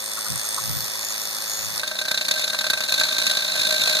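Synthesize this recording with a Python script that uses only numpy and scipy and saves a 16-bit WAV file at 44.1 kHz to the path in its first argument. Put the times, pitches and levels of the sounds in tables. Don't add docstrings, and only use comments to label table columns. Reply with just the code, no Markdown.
import sys
import numpy as np
from scipy import signal
from scipy.fft import rfft, irfft
from scipy.io import wavfile

SR = 44100
rng = np.random.default_rng(int(sys.argv[2]) if len(sys.argv) > 2 else 0)


def materialize(psi):
    bounded = np.clip(np.atleast_2d(psi).T, -1, 1)
    quanta = np.round(bounded * 32767).astype(np.int16)
    wavfile.write(sys.argv[1], SR, quanta)


N = 176400
TIME = np.arange(N) / SR


def shaft(turns):
    # t/s, level/dB
    shaft_level = [(0, -2), (.4, -.5), (1.78, 0), (1.83, -4)]
    # f/Hz, level/dB
    knock_colour = [(150, -12.5), (600, -6.5), (1800, -6), (3000, -17), (4300, 3.5), (5800, 5),
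                    (7500, -8.5), (8900, 5), (10200, -7), (11700, -0.5), (15000, -24)]
    # f/Hz, level/dB
    whirr_colour = [(100, 10.5), (220, -4.5), (380, -9.5), (550, 0.5), (1500, -4), (1900, 5), (3200, -5),
                    (4400, 1.5), (5600, -2.5), (7500, -5), (8900, -8), (10000, -11), (11700, -22),
                    (13300, -4), (15000, -17.5)]
    # t/s, level/dB
    sheath_level = [(0, -28.5), (.58, -25), (.72, -31), (1.83, -77)]
    second_knock_turn, second_knock_db, spread_db = .56, -4.5, 1.4
    whole = np.arange(int(turns[-1]))
    times = np.interp(np.r_[whole, whole + second_knock_turn], turns, TIME)
    dbs = np.repeat([0, second_knock_db], len(whole)) + spread_db * rng.standard_normal(len(times))
    knocks = bursts(times, dbs, attack=.00087, hold=.00018, release=.0033)
    ticks = clicks(times, dbs + 13)
    running = gain_curve(shaft_level)
    slaps = colour(from_db(-23) * running ** 2 * (knocks * noise(grain_db=2) + ticks), knock_colour)
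    whirr = colour(from_db(-33.5) * running * noise(grain_db=2), whirr_colour, low_hz=127)
    sheath = resonate(knocks * noise() * gain_curve(sheath_level), hz=8570, width=500)
    return slaps + whirr + sheath


def grinding(turns):
    # t/s, relative scrape level/dB, level of the blow to the wall/dB
    contacts = [(1.7933, -15.5, -36.5), (1.8322, -17.5, -24), (1.8744, -15, -36), (1.9121, -19, -29.5),
                (1.952, -21, -35), (1.9874, -14, -31), (2.0134, -14, -26), (2.0517, -16, -28.5),
                (2.0807, -13, -26), (2.1111, -9.5, -22), (2.1425, -12.5, -28.5), (2.1745, -11.5, -30),
                (2.2104, -12, -30), (2.2488, -15, -41), (2.2827, -10.5, -28), (2.3096, -6.5, -26.5),
                (2.3381, -14, -32.5), (2.381, -14, -37), (2.4394, -11, -30), (2.4764, -14, -30),
                (2.4982, -15, -32.5), (2.5306, -14.5, -26), (2.5444, -16.5, -24.5), (2.5875, -10.5, -30),
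                (2.6095, -13, -24.5), (2.6414, -13.5, -24.5), (2.6653, -13.5, -27.5), (2.6993, -7, -21.5),
                (2.7327, -10.5, -21), (2.7726, -14, -28), (2.8044, -12.5, -27.5), (2.8355, -12.5, -29.5),
                (2.8918, -12, -34), (2.9203, -10.5, -26), (2.9397, -9.5, -27.5), (2.9971, -7.5, -43),
                (3.0114, -12, -18), (3.034, -8.5, -32), (3.1807, -9, -49), (3.2161, -11, -30.5),
                (3.2655, -6.5, -31), (3.2944, -19, -60), (3.3697, -10, -26.5), (3.5534, -13, -28.5),
                (3.5932, -9.5, -33), (3.6132, -11, -29.5), (3.7229, -9.5, -36), (3.7409, -10.5, -31),
                (3.8072, -14, -36)]
    # t/s, level/dB
    grind_level = [(1.79, -79), (1.83, -38), (2.3, -35.5), (2.41, -24), (2.5, -37), (2.86, -33),
                   (2.95, -25), (3.14, -26.5), (3.27, -24), (3.4, -27), (3.9, -22)]
    # f/Hz, level/dB
    grind_colour = [(220, -7), (380, -18.5), (520, -12.5), (1350, -22.5), (2000, -8.5), (2550, -2.5),
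                    (3150, -13), (3650, -2), (4150, 1.5), (4800, -6.5), (5800, -8.5), (7300, -8),
                    (8300, -16), (9700, -12.5), (11700, -15), (12600, -26.5), (14000, -15), (15300, -86)]
    times, scrape_db, blow_db = np.transpose(contacts)
    bite = dict(attack=.0012, hold=.003, release=.007)
    steady = gain_curve(grind_level) * catching(turns)
    scrape = np.maximum(steady, bursts(times, scrape_db - 8.5, **bite))
    rub = from_db(-10.5) * steady
    push = np.maximum(rub, bursts(times, blow_db, **bite))
    wall_rasp = from_db(-6.5) * push * band_noise(edges_hz=(854, 2220))
    rings = rim_ring(scrape) + pipe_ring(rub, times, blow_db)
    grit = colour(scrape * noise(grain_db=2.5), grind_colour)
    return grit + wall_rasp + rings


def catching(turns):
    catch_turn, jitter_s, spread_db, rub_db = .14, .0018, 2, -7
    times = np.interp(np.arange(int(turns[-1]) + 1) + catch_turn, turns, TIME)
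    late, strong = rng.standard_normal((len(times), 2)).T
    catches = bursts(times + jitter_s * late, spread_db * strong, attack=.002, hold=.005, release=.0035)
    return rms_one(np.hypot(catches, from_db(rub_db)))


def rim_ring(scrape):
    # f/Hz, width/Hz, level/dB
    rim_modes = [(3692, 68, -9), (4043, 113, -8.5), (4200, 50, -11), (4577, 46, -16)]
    return sum(from_db(db) * resonate(scrape * noise(), hz, width) for hz, width, db in rim_modes)


def pipe_ring(rub, times, blow_db):
    # f/Hz, width/Hz, level/dB, how far the ring follows the blow's strength/0-1
    pipe_modes = [(618, 22, -2, .35), (1559, 26, 0, 1)]
    out = 0
    for hz, width, db, follows in pipe_modes:
        blows = clicks(times, 21.5 + follows * blow_db + (1 - follows) * blow_db.mean())
        out += from_db(db) * resonate(rub * noise() + blows, hz, width)
    return out


def squeals():
    # f/Hz, level/dB
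    squeal_modes = [(3515, -41.5), (6038, -67), (6481, -61), (6746, -45.5), (11710, -43.5), (12080, -49)]
    # start/s, end/s, f/Hz, level/dB
    flares = [(.38, .68, 6481, -40), (.72, 1.78, 6746, -48), (1.02, 1.13, 6746, -36),
              (1.47, 1.66, 6746, -34), (.64, .88, 12080, -37), (1.17, 1.78, 12080, -43)]
    touch_s, waver_hz, flutter_db = 1.79, 7.6, 2
    out = 0
    for hz, db in squeal_modes:
        power = (from_db(db) * gate(-1, touch_s)) ** 2
        for start, end, flare_hz, flare_db in flares:
            if abs(flare_hz - hz) < 100:
                power += (from_db(flare_db) * gate(start, end)) ** 2
        phase = 2 * np.pi * np.cumsum(hz + waver_hz * drift(60.3)) / SR
        tone = np.array([np.sin(phase), np.cos(phase)])
        out += np.sqrt(power) * rms_one(tone * from_db(flutter_db * drift(49.3)))
    return out


def motor_hum(turns):
    # multiple of the shaft speed, level/dB
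    partials = [(4, -55), (7, -61), (10, -54), (11, -57)]
    return sum(from_db(db) * np.sqrt(2) * np.sin(2 * np.pi * (k * turns + rng.random()))
               for k, db in partials)


def wind():
    # t/s, half length/s, level/dB
    puffs = [(0.328, 0.038, -29.5), (0.73, 0.1, -30), (1.666, 0.12, -42)]
    # f/Hz, level/dB
    wind_colour = [(25, -21), (70, -5), (135, -1), (1000, -59.5)]
    gusts = sum(from_db(db) * swell(s, half) for s, half, db in puffs)
    return colour(noise() * gusts, wind_colour, low_hz=30)


def scuffs():
    # t/s, centre f/Hz, level/dB
    strokes = [(.183, 1260, -33), (.266, 1250, -31), (.452, 1240, -36), (.585, 1170, -28)]
    return sum(from_db(db) * swell(s, half=.01) * band_noise([hz - 160, hz + 160])
               for s, hz, db in strokes)


def from_db(db):
    return 10 ** (np.asarray(db) / 20)


def rms_one(x):
    return x / np.sqrt(np.mean(x ** 2) + 1e-20)


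def gain_curve(rows):
    return from_db(np.interp(TIME, *np.transpose(rows)))


def at_hz(points, hz):
    point_hz, values = np.transpose(points)
    return np.interp(np.log(hz + 1), np.log(point_hz), values)


def drift(rate):
    return rms_one(np.interp(TIME * rate, np.arange(N), rng.standard_normal(N)))


def noise(grain_db=0):
    # f/Hz, correlation before clipping
    correlation = [(100, -0.0023), (600, 0.21), (1300, 0.65), (2400, -1.256), (2900, -0.81), (3600, 0.99),
                   (5500, -0.23), (12800, 0.014), (14000, 0.27)]
    mid, side = rfft(rng.standard_normal((2, N)))
    alike = np.clip(at_hz(correlation, np.fft.rfftfreq(N, 1 / SR)), -.98, .98)
    pair = irfft(np.sqrt(1 + alike) * mid + np.sqrt(1 - alike) * side * [[1], [-1]], N)
    return rms_one(pair * from_db(grain_db * np.clip(drift(1800), -2, 2)))


def band_noise(edges_hz):
    return rms_one(signal.sosfilt(signal.butter(2, edges_hz, "band", fs=SR, output="sos"), noise()))


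def colour(x, points, low_hz=90):
    size = 2 * N
    hz = np.fft.rfftfreq(size, 1 / SR)
    gain = rms_one(from_db(at_hz(points, hz)) * (hz ** 2 + 10) / (hz ** 2 + low_hz ** 2))
    cepstrum = irfft(np.log(gain))
    cepstrum[1:N] *= 2
    cepstrum[N + 1:] = 0
    return irfft(rfft(x, size) * np.exp(rfft(cepstrum)))[..., :N]


def resonate(x, hz, width):
    r = np.exp(-np.pi * width / SR)
    feedback = [1, -2 * r * np.cos(2 * np.pi * hz / SR), r * r]
    return signal.lfilter(np.sqrt((1 - r * r) / 2) * np.array([1, 0, -1]), feedback, x + 1e-18)


def bursts(times, dbs, attack, hold, release):
    out, age = np.zeros(N + SR), TIME[:SR // 10]
    shape = np.minimum(age / attack, 1) * np.exp(-np.maximum(age - attack - hold, 0) / release)
    for s, db in zip(times, dbs):
        start = max(int(s * SR), 0)
        out[start:start + len(age)] += from_db(db) * shape
    return out[:N]


def clicks(times, dbs):
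    return np.bincount(np.clip(times * SR, 0, N).astype(int), from_db(dbs), N + 1)[:N]


def swell(s, half):
    return np.exp(-((TIME - s) / half) ** 2)


def gate(start, end, fade_s=.012):
    return np.clip(np.minimum(TIME - start, end - TIME) / fade_s + .5, 0, 1)


def scene():
    shaft_hz, wander, first_knock_s = 53.56, .0012, .003
    turns = np.cumsum(shaft_hz * (1 + wander * drift(7.74))) / SR - first_knock_s * shaft_hz
    return shaft(turns) + motor_hum(turns) + squeals() + grinding(turns) + wind() + scuffs()


def record(dry):
    # f/Hz, share/0-1
    crossfeed = [(100, 0.7), (500, 0.14), (1300, 0.85), (2600, 1), (3900, 0.17), (5200, 0.5), (10400, 0.29),
                 (13000, 0.45)]
    delay_s, ceiling, cutoff_hz = .000385, .85, 15600
    hz = np.fft.rfftfreq(2 * N, 1 / SR)
    share = np.clip(at_hz(crossfeed, hz), 0, 1)
    channels = rfft(dry, 2 * N)
    opposite = np.exp(-2j * np.pi * hz * delay_s) * channels[::-1]
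    wide = irfft((channels - share * opposite) / np.sqrt(1 + share ** 2))[:, :N]
    rounded = ceiling * np.tanh(wide / ceiling)
    return signal.sosfilt(signal.ellip(10, .2, 80, cutoff_hz, fs=SR, output="sos"), rounded)


dry = scene()
out = record(dry)
materialize(out)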